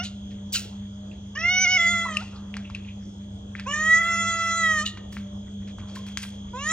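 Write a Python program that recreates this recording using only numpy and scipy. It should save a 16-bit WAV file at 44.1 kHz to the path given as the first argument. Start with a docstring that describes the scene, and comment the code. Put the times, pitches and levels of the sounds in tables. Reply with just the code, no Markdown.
"""A clipped meow over a humming refrigerator, then three more meows from two cats on a hard tiled
kitchen floor, close to a two-port handheld microphone. Each voice is a stack of partials shaped by
mouth and throat, cracking into rasp. Claws tick and paws drag on the tiles, a cat sneezes through a
whistling nostril, and short noise bands make air, fur rustles, a low thump and a knock. The compressor
rings the refrigerator's shell, a buzz that reaches the microphone mostly off the walls."""
import sys
import numpy as np
from scipy import signal
from scipy.fft import rfft, irfft
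from scipy.io import wavfile
from scipy.ndimage import uniform_filter1d

SR = 44100
rng = np.random.default_rng(int(sys.argv[2]) if len(sys.argv) > 2 else 0)


def master(y):
    """Save y as 16-bit WAV."""
    cut = np.clip(np.atleast_2d(y).T, -1, 1)
    pcm = np.round(cut * 32767)  # scale
    wavfile.write(sys.argv[1], SR, pcm.astype(np.int16))


N = 296352
EDGE_HZ = 15900  # top of the microphone's band
# claws on tile: (time [s], level [dB], pitch [Hz], length [cycles], left over right [dB], crack [dB])
CLAW_TICKS = [(0.3086, -41, 3320, 2.1, -5, -30), (1.1135, -42.5, 2660, 13, -10, -23.5),
              (2.169, -10.5, 2720, 9.8, 4.5, -9), (2.5409, -21.5, 2590, 3.1, 2.5, -20),
              (2.5678, -23, 1590, 2.1, 1.5, -6.5), (2.6993, -33, 1110, 2.8, 2, -10.5),
              (2.748, -21.5, 2599, 9.5, 3.5, -13), (2.848, -41, 2670, 9, 7, -27),
              (3.552, -22, 1922, 3.3, 6, -32), (3.5978, -20, 2388, 1.2, 1.5, -12.5),
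              (5.1685, -22.5, 1810, 1.8, 4, -25), (5.7843, -32, 1100, 1.9, -3, -15),
              (5.9597, -32.5, 1650, 5.3, 4.5, -2), (6.085, -37, 2500, 4.3, -1, -11),
              (6.1724, -17, 1886, 2.13, 3.5, -1.5), (6.251, -32.5, 1490, 1.7, 2.5, -15)]


def gain_of(db):
    """Decibels to amplitude."""
    return 10 ** (np.asarray(db) / 20)


def unit_rms(x):
    """Scales to rms 1."""
    return x / np.sqrt(np.mean(x ** 2) + 1e-20)


def value_at(points, hz):
    """Table value on a log-frequency axis."""
    f, value = np.transpose(points)
    return np.interp(np.log(hz + 1), np.log(f + 1), value)


def add(mix, start, sound):
    """Mixes a sound in at a start time in seconds."""
    part = mix[..., round(start * SR):][..., :sound.shape[-1]]
    part += sound[..., :part.shape[-1]]


def drift(count, per_s):
    """Slow random curve of rms 1."""
    span = max(int(SR / per_s / 2), 2)
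    noise = rng.standard_normal(count + 2 * span)
    return unit_rms(uniform_filter1d(uniform_filter1d(noise, span), span)[span:-span])


def resonate(x, hz, width):
    """Two like resonances in series, gain 1 at the centre."""
    peak = signal.iirpeak(hz, hz / width, SR)
    return signal.lfilter(*peak, signal.lfilter(*peak, x))


def swell(t, rise, t60):
    """Rises as a square, then dies exponentially."""
    return np.clip(t / max(rise, .001), 0, 1) ** 2 * gain_of(-60 * np.maximum(t - rise, 0) / t60)


def meow(contour, mouth, throat):
    """Partials on one unsteady pitch; in a crack the pitch shakes and the treble turns to breath."""
    # voice cracks: (time [s], rasp level [dB], fall t60 [s])
    breaks = [(0.0, -50, .2), (1.35, -39.5, 0.18), (1.645, -49, 0.049), (1.769, -48.5, 0.051),
              (2.052, -48.5, 0.52), (3.69, -50.5, 0.25), (4.0, -46, 0.39), (4.33, -53, 0.13),
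              (6.68, -43, 0.22)]
    ring_hz, ring_width_hz, rasp_db = 1937, 400, -35
    times, *columns = np.transpose(contour)
    start, end = times[0], times[-1]
    t = np.arange(start, end, 1 / SR)
    n = len(t)
    hz, effort_db, ring_db, treble_db, opening = (np.interp(t, times, c) for c in columns)
    cracks = sum(gain_of(db) * swell(t - at, 0.024, t60) for at, db, t60 in breaks)
    cracked = cracks / (cracks + gain_of(effort_db + rasp_db + 12))  # 0 clean, 1 broken
    flutter_db, breathy_db = 4 * cracked, 6 * cracked
    jitter = (0.0028 + 0.004 * cracked) * drift(n, 69) + 0.0027 * drift(n, 21.6)
    turns = np.cumsum(hz * (1 + jitter)) / SR
    voice = 0
    for k in range(1, 6):  # lower partials: set by the mouth, or by the ring when near it
        in_ring = np.exp(-((k * hz - ring_hz) / ring_width_hz) ** 4)
        bright_db = (k > 3) * 0.41 * (treble_db - effort_db)
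        mouth_db = effort_db + bright_db + value_at(mouth, k * hz / opening)
        db = in_ring * ring_db + (1 - in_ring) * mouth_db
        db += (0.58 * k - 0.3) * drift(n, 19)
        db += (0.36 * (k - 1) + flutter_db * (k > 2)) * drift(n, 90)
        voice += gain_of(db) * np.cos(2 * np.pi * (k * turns + rng.random()))
    for k in range(6, 28):  # upper partials: set by the throat, each wavering on its own
        db = treble_db - 6.5 - breathy_db + value_at(throat, k * hz / opening)
        db += 3.6 * drift(n, 11.4) + (1.8 + flutter_db) * drift(n, 90)
        voice += gain_of(db) * np.cos(2 * np.pi * (k * turns + rng.random())) * (k * hz < EDGE_HZ)
    breath = rng.standard_normal(n) * (1 + np.cos(2 * np.pi * turns))  # gated by each cycle
    throat_gain = gain_of(value_at(throat, np.fft.rfftfreq(n, 1 / SR)))
    hiss = unit_rms(irfft(rfft(breath) * throat_gain, n)) * gain_of(treble_db - 13 + breathy_db)
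    rasp = unit_rms(resonate(breath, hz=1810, width=260))  # the first throat resonance
    rasp *= (cracks + gain_of(effort_db + rasp_db)) * gain_of(2.2 * drift(n, 30))
    fade_in = (t - start) / .004 + (start < .001)  # no fades at the ends of the scene
    fade_out = (end - t) / .008 + (end > N / SR - .01)
    fade = np.clip(np.minimum(fade_in, fade_out), 0, 1)
    return start, (np.sqrt(2) * voice + hiss + rasp) * fade


def cats():
    """Two cats call twice each, each through its own mouth and throat resonances."""
    # per meow: (time [s], pitch [Hz], effort [dB], ring near 2 kHz [dB], treble [dB],
    # mouth opening [factor on the resonances])
    contours = [
        [(0.0, 687, -33.5, -40, -39, 0.91), (0.02, 724, -36.5, -45, -46, 0.93),
         (0.045, 770, -52, -52, -42.5, 1.0)],
        [(1.35, 533, -45, -54.5, -51.5, 1.0), (1.36, 570, -46, -35, -50.5, 0.99),
         (1.4, 642, -42, -34, -42.5, 0.96), (1.448, 688.9, -35.5, -22, -46.5, 0.99),
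         (1.53, 736, -35, -18.5, -33, 1.0), (1.618, 749.3, -39.5, -13, -28.5, 0.98),
         (1.646, 746.5, -38, -7.5, -31.5, 1.0)] + [(1.654, 721, -30.5, -21, -31.5, 1.0),
         (1.666, 711, -34.5, -17.5, -35, 1.0), (1.718, 746.5, -36.5, -18.5, -27, 0.99),
         (1.77, 730, -33, -14.5, -35, 1.0)] + [(1.781, 685, -34.5, -24, -32.5, 1.07),
         (1.861, 678.4, -36, -22, -41.5, 1.15), (1.887, 685, -36, -20, -39.5, 1.14),
         (1.911, 692.4, -33.5, -26, -41, 1.2), (2.027, 672, -36, -29, -43.5, 1.19),
         (2.05, 677, -37, -30.5, -47.5, 1.28)] + [(2.125, 621.4, -39, -43, -50, 1.22),
         (2.17, 606, -39.5, -43, -64, 1.14), (2.2, 630, -41.5, -56, -68, 1.2),
         (2.217, 729, -41, -59.5, -74, 1.3), (2.232, 850, -65.5, -68, -80, 1.14)],
        [(3.656, 494, -62, -71, -82, 0.81)] + [(3.668, 501, -34.5, -56, -52, 0.9),
         (3.686, 565.7, -35, -50, -47.5, 1.0), (3.744, 597, -39, -28, -39, 0.99),
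         (3.8, 621, -33.5, -26, -44, 0.99), (3.95, 653, -30, -16.5, -35.5, 1.0),
         (3.982, 652.7, -28.5, -18.5, -37.5, 1.0),
         (4.0, 671.7, -28.5, -25, -45, 0.99)] + [(4.03, 667.2, -29, -24.5, -40, 0.99),
         (4.074, 675, -27, -26.5, -37, 0.99), (4.39, 670.8, -25.5, -31, -38, 0.98),
         (4.488, 669.9, -27, -27.5, -39.5, 0.98), (4.568, 671, -27, -34.5, -39, 1.0),
         (4.636, 654.3, -28, -20.5, -37, 0.99), (4.752, 622.4, -30.5, -24.5, -42, 0.98),
         (4.802, 607.9, -35.5, -25, -36.5, 1.0),
         (4.83, 612, -34, -34, -42, 0.99)] + [(4.845, 650, -34, -45, -57.5, 0.98),
         (4.862, 650, -51, -54, -66, 0.78)],
        [(6.53, 457, -58, -66, -65, 0.94), (6.54, 488, -43, -85, -73, 0.96), (6.552, 495, -40.5, -62, -58, 1.0),
         (6.6, 546.6, -39.5, -52, -52, 0.94), (6.668, 616.4, -38.5, -28, -40, 1.0),
         (6.72, 661, -31, -34, -32.5, 1.0)],
    ]
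    # lower and upper resonances, per cat: (frequency [Hz], gain [dB])
    mouths = [
        [(500, -10.5), (750, -5), (1100, 2.5), (1500, -2), (2400, -14), (2750, 2), (3000, 3.5), (3400, -8),
         (3750, -6.5)],
        [(500, 0), (680, -17.5), (1000, 3.5), (1400, -1.5), (2400, -10), (2700, -16.5), (2870, 9), (3100, -5),
         (3400, -8.5)],
    ]
    throats = [
        [(2400, -11.5), (3000, 3.5), (3700, -4.5), (4400, -5), (5200, 2), (6000, 5), (6800, -4), (7600, -29.5),
         (8600, -40.5), (10500, -30.5), (13000, -42.5), (16500, -31)],
        [(2400, -0.5), (3300, -4.5), (4000, 0), (4700, -11), (5400, -5.5), (6100, 1.5), (7300, 5.5),
         (8200, -18), (9500, -8), (11000, -30.5), (13000, -31.5), (16500, -28.5)],
    ]
    voices = np.zeros(N)
    for contour, cat in zip(contours, [0, 0, 1, 1]):
        add(voices, *meow(contour, mouths[cat], throats[cat]))
    return voices


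def fridge():
    """Wavering hum tones, and one knock per compressor turn ringing the shell."""
    # hum tones: (frequency [Hz], level [dB], waver [dB], waver rate [1/s])
    tones = [(72, -49.5, 0.5, 3), (100.3, -46, 1, 3.8), (119.1, -54.5, 1.5, 6.9), (145.3, -63, 0.5, 3.1),
             (292.5, -63, -0.5, 4.5), (341, -73, 4, 1.5), (441.7, -65.5, 2, 3.18), (589, -69, 5, 3.1),
             (608, -73, 8, 2.7)]
    # shell resonances: (frequency [Hz], width [Hz], gain [dB])
    shell_rings = [(3305, 360, -2.5), (6536, 450, -8.5)]
    # course of the buzz: (time [s], shell level [dB], whine level [dB])
    buzz_levels = [(0, -56.5, -68), (1.5, -58.5, -78.5), (3.2, -59.5, -68), (5.1, -56.5, -63),
                   (5.6, -56, -63), (6.1, -52.5, -53), (6.72, -55.5, -60)]
    mains_hz, knock_hz = 200.03, 49.2
    t = np.arange(N) / SR
    hum = 0
    for hz, db, waver_db, per_s in tones:
        level = gain_of(db + waver_db * drift(N, per_s))
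        hum += level * np.sin(2 * np.pi * hz * t + 0.76 * drift(N, per_s))
    mains_level = gain_of(-39.5 + 2.5 * drift(N, 6.8))  # the strongest tone
    hum += mains_level * np.sin(2 * np.pi * mains_hz * t + 0.34 * drift(N, 8.2))
    knocks = np.diff(np.floor(knock_hz * t), prepend=0) + 0.0061 * rng.standard_normal(N)
    times, shell_db, whine_db = np.transpose(buzz_levels)
    buzz = sum(gain_of(db) * unit_rms(resonate(knocks, hz, width)) for hz, width, db in shell_rings)
    buzz *= gain_of(np.interp(t, times, shell_db))
    whine = unit_rms(resonate(knocks, hz=3248, width=50)) * gain_of(np.interp(t, times, whine_db))
    return np.sqrt(2) * hum + whine + 0.08 * buzz + kitchen(buzz).mean(0)


def room_tone():
    """Low room noise in drifting patches, part alike at both ports and part opposite."""
    # spectra of the two parts: (frequency [Hz], relative density [dB])
    alike_spectrum = [(12, -62), (25, -37), (45, -14.5), (87, -7), (166, -34), (182, -8), (204, -9),
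                      (232, -23), (292, -20), (388, -26), (602, -28.5), (1730, -44), (3950, -51),
                      (6620, -46), (8300, -58.5), (9500, -82.5), (12400, -104)]
    opposite_spectrum = [(18, -51), (30, -24), (199, -9), (473, -5), (889, -9), (1220, -13.5), (2680, -28),
                         (3310, -6), (4190, -27.5), (6550, -21), (16000, -47)]
    frames, hz = N // 512 + 5, np.fft.rfftfreq(2048, 1 / SR)
    a, b, c, d, patches = rng.standard_normal((frames, 1025, 5)).T
    patches = unit_rms(uniform_filter1d(uniform_filter1d(patches, size=20, axis=0), size=6, axis=1))
    spectra = np.array([(a + 1j * b) * gain_of(value_at(alike_spectrum, hz))[:, None],
                        (c + 1j * d) * gain_of(value_at(opposite_spectrum, hz))[:, None]])
    spectra *= gain_of(3.15 * patches)
    alike, opposite = signal.istft(spectra, nperseg=2048, noverlap=1536)[1][:, :N]
    return gain_of(-46) * unit_rms(alike) + gain_of(-55.5) * unit_rms(opposite) * [[1], [-1]]


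def noise_band(db, rise, t60, hz, octaves):
    """Noise in one band that swells and dies."""
    t = np.arange(round((rise + t60) * SR)) / SR
    f = np.fft.rfftfreq(len(t), 1 / SR) + 1
    band = np.exp(-(np.log2(f / hz) / octaves) ** 2)
    noise = unit_rms(irfft(rfft(rng.standard_normal(len(t))) * band, len(t)))
    return gain_of(db + 2.3 * drift(len(t), 130)) * noise * swell(t, rise, t60)


def snort(db, rise, t60):
    """A burst of air rings the cat's nose."""
    # nasal resonances: (frequency [Hz], width [Hz], gain [dB])
    nose_rings = [(2930, 250, 0.5), (3740, 980, 1.5), (6825, 910, -5.5)]
    t = np.arange(round((rise + t60) * SR)) / SR
    air = rng.standard_normal(len(t))
    nose = sum(gain_of(ring_db) * unit_rms(resonate(air, hz, width)) for hz, width, ring_db in nose_rings)
    return gain_of(db) * nose * swell(t, rise, t60)


def claw_tick(db, hz, cycles, pan_db, crack_db):
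    """A few dry cycles of claw on tile, a sharp crack, and one early bounce."""
    t = np.arange(round(.03 * SR)) / SR
    length = max(cycles, .8) / hz
    blow = np.sin(2 * np.pi * hz * t) * np.exp(-((t - .5 * length) / (0.32 * length)) ** 2)
    crack = resonate(rng.standard_normal(len(t)), hz=4000, width=5000)
    crack *= np.clip(t / (0.6 * length), 0, 1) ** 4
    blow += gain_of(crack_db + 6.5 - 60 * abs(t - 0.53 * length) / 0.0093) * crack
    bounce = 0.3 * np.roll(blow, round(0.0044 * SR))
    return sides(pan_db) * gain_of(db) * (blow + bounce)


def rustles():
    """Noise band rows: a paw drag at each tick, louder at a hard one, and faint fur at random."""
    drags = [(start, -40 + 0.39 * db, .005, .22, 2400, 1.0) for start, db, *_ in CLAW_TICKS]
    fur = [(when * N / SR, -69 + 8 * force, .03, 0.082 + 0.31 * length, 2600 * 3.4 ** (pitch - .5), .7)
           for when, force, length, pitch in rng.random((16, 4))]
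    return drags + fur


def nostril_whistle():
    """The sneeze whistles through a nostril, falling and unsteady."""
    # glide: (time [s], pitch [Hz], level [dB])
    glide = [(0.529, 2564, -38), (0.539, 2320, -38.5), (.548, 1586, -30), (0.559, 1492, -28.5),
             (.565, 1397, -32.5), (0.573, 1340, -34.5), (.6, 1340, -53)]
    # partials from the first up: (gain [dB])
    partials_db = [-7.5, 3.5, 4, -3, -1.5]
    times, hz, db = np.transpose(glide)
    t = np.arange(times[0], times[-1], 1 / SR)
    turns = np.cumsum(np.interp(t, times, hz) * (1 + 0.039 * drift(len(t), 400))) / SR
    tone = sum(gain_of(partial_db + 1.3 * drift(len(t), 120)) * np.sin(2 * np.pi * k * turns)
               for k, partial_db in enumerate(partials_db, 1))
    return times[0], gain_of(np.interp(t, times, db)) * tone


def kitchen(x):
    """Echoes off tile and walls: sparse reflections of random sign, each band dying at its own speed."""
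    # room decay: (frequency [Hz], t60 [s])
    decay = [(300, 0.17), (1000, 0.65), (3000, 0.47), (8000, 0.32)]
    taps = np.zeros((2, SR // 2))
    at = np.arange(200, SR // 2 - 20, 20)
    at = at + rng.integers(0, 20, (2, len(at)))
    np.put_along_axis(taps, at, rng.choice([-1., 1.], at.shape), 1)
    taps[1] = 1.2 * taps[0] + .5 * taps[1]  # the right side is louder and mostly like the left
    hz, t, spectra = signal.stft(taps, SR, nperseg=256)
    tail = signal.istft(spectra * gain_of(-60 * t / value_at(decay, hz)[:, None]), SR, nperseg=256)[1]
    return signal.fftconvolve(np.atleast_2d(x), tail / np.linalg.norm(tail[0]), axes=1)[:, :N]


def sides(pan_db):
    """Left and right gains for a level difference."""
    return gain_of([[pan_db / 2], [-pan_db / 2]])


def microphone_ports(x):
    """The two openings hear sounds shifted in phase, opposite in the treble, where level cues fade."""
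    # phase between the ports: (frequency [Hz], left lead [rad])
    phase_lead = [(60, .08), (200, 0.063), (500, 0.72), (1300, 0.17), (2000, 0.38), (3500, 1.72),
                  (6000, 1.38), (8200, 2.18), (9500, 2.82), (10500, 3.14), (12500, 3.14), (15000, 2.44)]
    hz = np.fft.rfftfreq(N, 1 / SR)
    left, right = rfft(x)
    mid = (left + right) / 2
    side = (left - right) / 2 / (1 + (hz / 5000) ** 4)
    turn = np.exp(.5j * value_at(phase_lead, hz))
    return irfft([(mid + side) * turn, (mid - side) / turn], N)


def scene():
    """Cats close to the microphone, with their echoes, over refrigerator and room tone."""
    # short noise bands (air, rustles, a low thump, a knock, the meow's closing flick):
    # (time [s], level [dB], rise [s], fall t60 [s], centre [Hz], width [octaves])
    bands = [(0.029, -34, 0.0073, 0.14, 3940, 1.02), (.522, -35, .002, .25, 5500, .8),
             (.523, -30, .012, .22, 14500, .25), (.53, -26, 0.022, 0.21, 4600, 1.36),
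             (.59, -48, 0.036, 0.43, 4070, 0.97), (2.05, -33, 0.004, 0.14, 1040, 0.22),
             (2.065, -37, 0.012, 0.15, 85, 0.5), (2.21, -37, 0.012, 0.076, 840, 0.29),
             (2.1, -43.5, .05, 0.58, 4005, 0.93), (2.34, -52.5, 0.023, 0.19, 4140, 0.41),
             (2.99, -59, 0.056, .5, 5630, .3), (2.3, -52, 0.04, 0.99, 1050, 0.57),
             (2.62, -51, 0.034, 0.32, 2650, 0.41), (2.84, -48.5, 0.048, 0.18, 2620, 0.416),
             (3.57, -37.5, 0.026, 0.065, 2166, 0.56), (4.845, -42, 0.018, 0.115, 4460, 1.7),
             (4.97, -43, 0.0038, 0.069, 1840, 1.3), (5.11, -45.5, 0.019, 0.29, 3000, 2.4),
             (5.665, -49, 0.014, 0.17, 2450, 1.25), (5.8, -53, 0.0043, 0.97, 1080, 0.61),
             (5.615, -56, 0.0046, 0.08, 1520, 0.7), (5.965, -43.5, 0.0048, 0.15, 1053, 0.051),
             (5.85, -54, 0.039, 1, 3460, 1), (5.95, -41, 0.003, 0.19, 3450, 1.7),
             (6.06, -45.5, 0.0055, 0.28, 2300, 2.1), (6.175, -41, 0.0043, 0.48, 4530, 1.25),
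             (6.215, -38, 0.016, 0.12, 2400, 1.5), (6.22, -41, 0.0103, 0.18, 9900, 0.5)]
    # snorts through the nose: (time [s], level [dB], rise [s], fall t60 [s])
    snorts = [(.03, -37, 0.027, 0.12), (.535, -30, 0.0038, 0.06), (4.848, -29, 0.015, 0.14)]
    voices = cats()
    noises = np.zeros((2, N))
    for table, source in [(CLAW_TICKS, claw_tick), (bands + rustles(), noise_band), (snorts, snort)]:
        for start, *row in table:
            add(noises, start, source(*row))
    add(noises, *nostril_whistle())
    echoes = gain_of(-18) * kitchen(voices) + gain_of(-15) * kitchen(noises)
    direct = voices * sides(pan_db=-2.2) + noises
    return microphone_ports(direct + echoes + fridge()) + room_tone()


def record(dry):
    """A steep low-pass at the top of the microphone's band."""
    lowpass = signal.firwin(511, EDGE_HZ, window=("kaiser", 9), fs=SR)
    return signal.oaconvolve(dry, lowpass[None], "same")


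dry = scene()
out = record(dry)
master(out)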